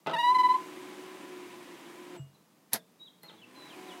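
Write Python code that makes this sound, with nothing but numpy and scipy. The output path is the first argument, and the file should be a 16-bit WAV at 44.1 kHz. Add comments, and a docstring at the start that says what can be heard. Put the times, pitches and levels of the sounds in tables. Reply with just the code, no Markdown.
"""A clatter comes first, heard from the seat of a parked car as the electric sunroof takes up its slack.
The glass lowers, its rubber seal squeals in stick-slip bursts, and the geared motor hums over sliding
rails until it stops with a soft thump. A sharp plastic clunk follows; then the motor starts again and
gathers speed, while a bird whistles outside. The microphone is a small one, inside the quiet cabin."""
import sys
import numpy as np
from scipy import signal
from scipy.io import wavfile

SR = 44100
rng = np.random.default_rng(int(sys.argv[2]) if len(sys.argv) > 2 else 0)


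def log_audio(samples):
    """Write samples as a 16-bit WAV file to the path given in sys.argv[1]."""
    # one column per channel
    frames = np.atleast_2d(samples).T
    # limit to full scale, then quantise
    limited = np.clip(frames, -1, 1)
    pcm = np.round(limited * 32767).astype(np.int16)
    wavfile.write(sys.argv[1], SR, pcm)


N = 176400
T = np.arange(N) / SR


def from_db(db):
    """Decibels to gain."""
    return 10 ** (np.asarray(db) / 20)

def unit_rms(x):
    """Scale to rms 1."""
    return x / np.sqrt(np.mean(x ** 2) + 1e-20)

def in_time(rows):
    """A control curve at every sample."""
    return np.interp(T, *np.transpose(rows))

def at_hz(rows, hz):
    """Read a table on a log-frequency axis."""
    freqs, values = np.transpose(rows)
    return np.interp(np.log(hz), np.log(freqs), values)

def drift(rate_hz):
    """Smooth random wander, rms 1."""
    step, warm_up = 40, 2000
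    pole = np.exp(-2 * np.pi * rate_hz * step / SR)
    white = rng.standard_normal(N // step + warm_up + 2)
    slow = signal.lfilter([1], [1, -2 * pole, pole * pole], white)[warm_up:]
    return np.interp(np.arange(N) / step, np.arange(len(slow)), unit_rms(slow))

def phase_of(hz):
    """Running phase of a gliding pitch."""
    return 2 * np.pi * np.cumsum(hz) / SR

def swell(start, end, rise, fall):
    """Rounded attack, hold, rounded release."""
    attack = np.sin(np.pi / 2 * np.clip((T - start) / rise, 0, 1))
    return attack * np.sin(np.pi / 2 * np.clip((end - T) / fall, 0, 1))

def decay(start, t60):
    """Exponential decay from a given moment."""
    return (T >= start) * np.exp(-np.log(1000) * np.clip((T - start) / t60, 0, 4))

def bands(spectrum):
    """Third-octave noise, rms 1 in all: (centre [Hz], band) pairs. The spectrum sets only the shape."""
    edges = 31 * 2 ** (np.arange(28) / 3)
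    centres = np.sqrt(edges[1:] * edges[:-1])
    white = rng.standard_normal((2, N))
    parts = []
    for k, hz in enumerate(centres):
        bandpass = signal.butter(2, edges[k:k + 2], "band", fs=SR, output="sos")
        parts.append(from_db(at_hz(spectrum, hz)) * signal.sosfilt(bandpass, white[k % 2]))
    return list(zip(centres, parts / np.std(sum(parts))))

def noise(spectrum):
    """Coloured noise, rms 1."""
    return sum(band for _, band in bands(spectrum))

def resonate(x, hz, width_hz):
    """One resonance."""
    r = np.exp(-np.pi * width_hz / SR)
    return signal.lfilter([1, 0, -1], [1, -2 * r * np.cos(2 * np.pi * hz / SR), r * r], x)

def ringing(start, hz, t60, rise, wobble):
    """An unsteady tone that builds up and dies away."""
    envelope = np.clip((T - start) / rise, 0, 1) * np.maximum(decay(start + rise, t60), T < start + rise)
    return envelope * np.sin(phase_of(hz * (1 + wobble * drift(105.6))))


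# Room tone of the cabin: (frequency [Hz], density [dB])
CABIN_SPECTRUM = [(18, -72), (30, -25.5), (148, -10.5), (182, -0.5), (208, -5), (639, -14.5), (1290, -17),
                  (1470, -24.5), (1820, -21.5), (2240, -23.5), (15500, -30.5)]

def cabin_air():
    """A faint, steady hush all around the microphone."""
    return from_db(-64.5) * noise(CABIN_SPECTRUM)


# Calls from outside the car: (time [s], hold [s], slur [s], start pitch [Hz], bend pitch [Hz],
# end pitch [Hz], whistle level [dB], slur level [dB])
BIRD_CALLS = [(2.325, .012, .03, 4350, 4300, 3800, -78, -65), (2.765, .02, .03, 3750, 3700, 3350, -62, -64),
              (2.984, .074, .033, 3810, 3860, 3170, -44.5, -51),
              (3.212, .066, .035, 4250, 4210, 3130, -50.5, -52),
              (3.365, .047, .04, 3520, 3330, 2530, -55, -53.5),
              (3.535, .155, .07, 4150, 3850, 2450, -55, -52),
              (3.845, .037, .06, 4100, 3980, 2850, -57, -52)]

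def bird():
    """Quavering whistles slur downward, some way off, trailed by outdoor echoes."""
    song = 0
    for start, hold, slur, start_hz, bend_hz, end_hz, whistle_db, slur_db in BIRD_CALLS:
        bend, end = start + hold, start + hold + slur
        pitch = np.interp(T, [start, bend, bend + slur * .6, end],
                          [start_hz, bend_hz, end_hz * 1.06, end_hz])
        level = from_db(whistle_db) * swell(start, bend + .015, rise=.052, fall=.043) ** 2
        level += from_db(slur_db) * swell(bend, end, rise=.017, fall=.0093)
        flutter = from_db(2.5 * drift(67))
        quaver_hz = np.where(T < bend, 12, 90) * drift(121)
        song += level * flutter * np.sin(phase_of(pitch + quaver_hz))
    echoes = rng.standard_normal(N) * decay(.019, t60=.45)
    return song + from_db(-8) * signal.fftconvolve(song, echoes / np.linalg.norm(echoes))[:N]


# The panel settling overhead: (time [s], pitch [Hz], level [dB], rise [s], t60 [s])
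PANEL_BOOMS = [(2.19, 137, -34.5, 0.013, 0.26), (2.19, 92, -51, 0.017, 0.41)]

def panel_thump():
    """The panel comes to rest with a low boom when the motor stops."""
    return sum(from_db(db) * ringing(start, hz, t60, rise, wobble=.005)
               for start, hz, db, rise, t60 in PANEL_BOOMS)


# Fittings in the roof: (time [s], pitch [Hz], level [dB], t60 [s])
FITTING_SQUEAKS = [(2.165, 2860, -59, .4), (2.155, 7680, -59, .23), (3.22, 12550, -65, .13)]

def fittings():
    """The fittings squeak thinly as the motor stops and restarts."""
    return sum(from_db(db) * ringing(start, hz, t60, rise=.028, wobble=.008)
               for start, hz, db, t60 in FITTING_SQUEAKS)


# Knocks as the drive starts and stops: (time [s], relative level [dB])
SLACK_HITS = [(.0625, -35), (.071, -30.5), (.083, -38.5), (.096, -32), (.113, -36.5), (.134, -39.5),
              (.147, -40.5), (2.148, -52), (2.162, -50.5), (3.234, -54), (3.296, -48.5), (3.334, -58.5)]
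# Their rattle: (frequency [Hz], density [dB])
RATTLE_SPECTRUM = [(24, -68.5), (40, -47), (156, -12), (568, -7.5), (659, -5.5), (728, -26.5), (824, -14.5),
                   (1140, -14.5), (1290, -7), (1820, -28), (3070, -14.5), (4450, -29.5), (15000, -69.5)]
# Its decay: (frequency [Hz], t60 [s])
RATTLE_DECAY = [(150, 0.067), (700, 0.23), (3000, 0.12), (12000, 0.058)]
# Modes of the sunroof frame: (frequency [Hz], gain [dB], t60 [s])
FRAME_MODES = [(165, -12.5, .3), (657, -7, 0.38), (827, -8.5, 0.13), (885, -7, .12), (1293, -9, 0.16),
               (2017, -10.5, .12)]

def knocks():
    """Slack in the mechanism knocks on the frame: a dense rattle and a few modes."""
    hits = np.zeros(N)
    for start, db in SLACK_HITS:
        hits[int(start * SR)] = from_db(db)
    rattle = modes = 0
    for hz, band in bands(RATTLE_SPECTRUM):
        energy_kept = from_db(-120 / (at_hz(RATTLE_DECAY, hz) * SR))  # per sample
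        energy = signal.lfilter([1], [1, -energy_kept], hits ** 2 + 1e-20)
        rattle += band * np.sqrt(energy)
    for hz, db, t60 in FRAME_MODES:
        strikes = hits * rng.normal(0, .67, N) + 1e-18
        modes += from_db(db) * resonate(strikes, hz, width_hz=np.log(1000) / np.pi / t60)
    return from_db(-2.5) * rattle + modes


# The clunk's double snap, then a lighter click: (time [s], level [dB])
PLASTIC_SNAPS = [(2.7328, -17.5), (2.7382, -27), (3.2325, -49)]
# Bright edge of a snap: (frequency [Hz], density [dB])
SNAP_SPECTRUM = [(200, -42), (2000, -28), (4400, -2.5), (5400, -6.5), (6400, 2.5), (7600, -10), (9000, -6),
                 (10000, 6.5), (11500, 2.5), (13000, -8), (15500, -11.5)]
# Rattling body of the clunk: (frequency [Hz], density [dB])
CLUNK_SPECTRUM = [(40, -19.5), (100, -14), (160, 3.5), (300, -1.5), (480, -6), (650, 5), (900, 2),
                  (1350, -7.5), (1620, 7), (2000, -7), (2450, -7.5), (3300, -8.5), (4100, -3.5),
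                  (5700, -9.5), (6450, -9), (7500, -18.5), (10500, -8), (15500, -36.5)]
# Modes of the trim: (frequency [Hz], level [dB], t60 [s])
TRIM_MODES = [(174, -57, 0.53), (249, -52, 0.31), (452, -44, 0.23), (623, -46.5, 0.2), (664, -42.5, 0.19),
              (1622, -38, 0.13)]

def clunk(start=2.733, rise_s=.0046, hold_s=.027):
    """Hard plastic snaps close by, with a short burst of rattling and ringing trim."""
    snap = sum(from_db(db) * (decay(time, t60=.015) + from_db(-12) * decay(time, t60=.08))
               for time, db in PLASTIC_SNAPS)
    release = start + hold_s
    attack = np.exp(np.clip((T - start) / rise_s, -20, 0))
    rattle = from_db(-35) * attack * np.maximum(T < release, decay(release, t60=.073))
    trim = sum(from_db(db) * decay(start, t60) * np.sin(2 * np.pi * hz * (T - start))
               for hz, db, t60 in TRIM_MODES)
    return snap * noise(SNAP_SPECTRUM) + rattle * noise(CLUNK_SPECTRUM) + trim


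# Cables and shoes sliding in the roof rails: (time [s], relative level [dB])
SLIDE_LEVEL = [(0, -100), (.055, -100), (.07, -55), (.3, -45.5), (.62, -45.5), (1.1, -47), (1.6, -48),
               (2.05, -49), (2.165, -49), (2.2, -72), (2.3, -91), (3.22, -100), (3.245, -58.5),
               (3.45, -60.5), (3.56, -52.5), (3.75, -48), (3.92, -47), (4, -48.5)]
# Their friction: (frequency [Hz], density [dB])
RAIL_SPECTRUM = [(40, -38), (95, -37.5), (130, -14.5), (190, -12), (300, -1.5), (430, -12.5), (800, -12.5),
                 (930, -23.5), (1050, -11), (1300, -15.5), (2000, -12), (3200, -17), (4700, -24),
                 (8700, -26), (15500, -35.5)]
# Resonances of the housing: (frequency [Hz], width [Hz], relative level [dB])
HOUSING_MODES = [(325, 38, -6.5), (831, 14, -17), (1007, 56, -9.5)]

def rail_friction(shaft_angle):
    """Sliding friction flickers, pulses twice per shaft turn and rings the housing."""
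    rails = sum(band * from_db(.54 * drift(20)) for _, band in bands(RAIL_SPECTRUM))
    pulsing = 1 + .067 * np.sin(2 * shaft_angle)
    housing = sum(from_db(db) * unit_rms(resonate(rng.standard_normal(N), hz, width))
                  for hz, width, db in HOUSING_MODES)
    return from_db(in_time(SLIDE_LEVEL)) * (from_db(-4) * rails * pulsing + from_db(-1) * housing)


# Meshing of the gear teeth: (time [s], pitch [Hz])
GEAR_PITCH = [(.06, 290.3), (.2, 330.1), (.33, 367.2), (1.2, 368.7), (1.45, 360.4), (1.7, 351.3),
              (1.87, 346.6), (2.03, 357.1), (2.16, 358.5), (2.23, 303), (3.23, 198.7), (3.55, 260),
              (3.68, 310), (3.77, 370.7), (3.86, 370), (4, 357.6)]
# Hum at the seat: (time [s], relative level [dB])
GEAR_LEVEL = [(.05, -110), (.08, -66), (.22, -67), (.33, -47.5), (1.25, -46.5), (1.55, -48.5), (1.85, -52),
              (2.0, -51.5), (2.15, -42), (2.19, -46), (2.23, -100), (3.22, -110), (3.3, -67.5),
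              (3.68, -60.5), (3.8, -52), (4, -50)]
# Its partials: (multiple of shaft rate, first-run gain [dB], second-run gain [dB], roughness [0-1])
SHAFT_ORDERS = [(5, -21, -9.5, 0.9), (8, -11.5, -11.5, 0.7), (9, -13.5, -15, 0.7), (10, -3, -1.5, 0.33),
                (15, -19.5, -17, 0.6), (20, -20, -7, 0), (27, -17, -12, 1)]

def motor(teeth=10, second_run_after_s=3.0):
    """The gear hums at multiples of its wavering shaft rate and drives the shoes along the rails."""
    shaft_angle = phase_of(in_time(GEAR_PITCH) * (1 + .0043 * drift(10))) / teeth
    hum = 0
    for order, first_db, second_db, roughness in SHAFT_ORDERS:
        phase = order * shaft_angle
        steady = np.sqrt(2 - 2 * roughness ** 2) * np.sin(phase)
        rough = roughness * (drift(9) * np.sin(phase) + drift(10) * np.cos(phase))
        hum += from_db(np.where(T < second_run_after_s, first_db, second_db)) * (steady + rough)
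    friction = rail_friction(shaft_angle)
    surge_db = .5 * drift(16)
    return from_db(in_time(GEAR_LEVEL) + surge_db) * hum + friction


# Rubber on glass, just above the microphone: (time [s], pitch [Hz])
SEAL_PITCH = [(.125, 940), (.145, 964), (.165, 870), (.195, 966), (.22, 936), (.245, 977.4), (.27, 975),
              (.32, 1007), (.36, 1014), (.46, 996.8), (.55, 1015), (.66, 1007)]
# Slips of the seal: (start [s], end [s], tone level [dB], bite length [s], bite level [dB])
SEAL_SLIPS = [(0.128, 0.166, -22, 0.04, -33.5), (0.158, 0.187, -25, 0.032, -34.5),
              (0.176, 0.226, -22.5, 0.064, -33.5), (0.223, .278, -19.5, 0.06, -34),
              (0.261, 0.346, -17, 0.07, -34.5), (0.34, 0.386, -15.5, 0.042, -34.5),
              (0.379, 0.431, -15.5, 0.051, -32.5), (0.427, 0.484, -15.5, 0.057, -36),
              (.482, 0.536, -16, 0.057, -39), (.533, 0.573, -17, .033, -40)]
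# How strongly the panel radiates the overtones: (frequency [Hz], gain [dB])
PANEL_RESPONSE = [(1750, 2), (1930, -1.5), (2050, -1), (2650, -1.5), (2880, -1.5), (3020, -10), (3550, -14),
                  (3880, -1.5), (4030, -5.5), (4800, -21.5), (5900, -26.5), (7500, -32), (9500, -30),
                  (15000, -38.5)]
# Friction hiss in each bite: (frequency [Hz], density [dB]), and its gain
RASP_SPECTRUM, RASP_DB = [(1000, -15), (5000, -4.5), (10000, -6.5), (15500, -15)], -31

def seal_squeal(sag_hz=11, jitter_hz=3, waver_db=2.2, ring_start=.575):
    """Each slip bites with rasping overtones, then swells to a nearly pure tone that sags at full grip."""
    tone = bite = 0
    for start, end, tone_db, bite_s, bite_db in SEAL_SLIPS:
        tone += from_db(tone_db) * swell(start, end, rise=.029, fall=.032)
        bite_shape = swell(start + .0014, start + bite_s, rise=.0093, fall=.026) ** 2
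        bite = np.maximum(bite, from_db(bite_db) * bite_shape)
    grip = tone / tone.max()
    pitch = in_time(SEAL_PITCH) + sag_hz * (.5 - grip) + jitter_hz * drift(46)
    phase = phase_of(pitch)
    # the glass rings on after the last slip
    ring = from_db(-31.5) * decay(ring_start, t60=.26) * np.clip((T - ring_start) / .005, 0, 1)
    overtones = 0
    for k in range(2, 16):
        gain = from_db(at_hz(PANEL_RESPONSE, k * pitch) + waver_db * drift(16))
        overtones += gain * np.sin(k * phase + 2 * np.pi * rng.random())
    rasp = from_db(RASP_DB) * noise(RASP_SPECTRUM) * (1 + np.sin(phase))
    return (tone + ring) * np.sin(phase) + bite * (overtones + rasp)


def scene():
    """From the seat, in mono: the sunroof close overhead, the bird outside."""
    sunroof = motor() + seal_squeal() + knocks() + panel_thump() + fittings() + clunk()
    return (sunroof + bird() + cabin_air())[None]

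def record(dry):
    """The small microphone loses the deep bass; the top is cut steeply."""
    low_cut = signal.butter(3, 114, "high", fs=SR, output="sos")
    high_cut = signal.ellip(10, .1, 80, 15900, fs=SR, output="sos")
    return signal.sosfilt(high_cut, signal.sosfilt(low_cut, dry))


dry = scene()
out = record(dry)
log_audio(out)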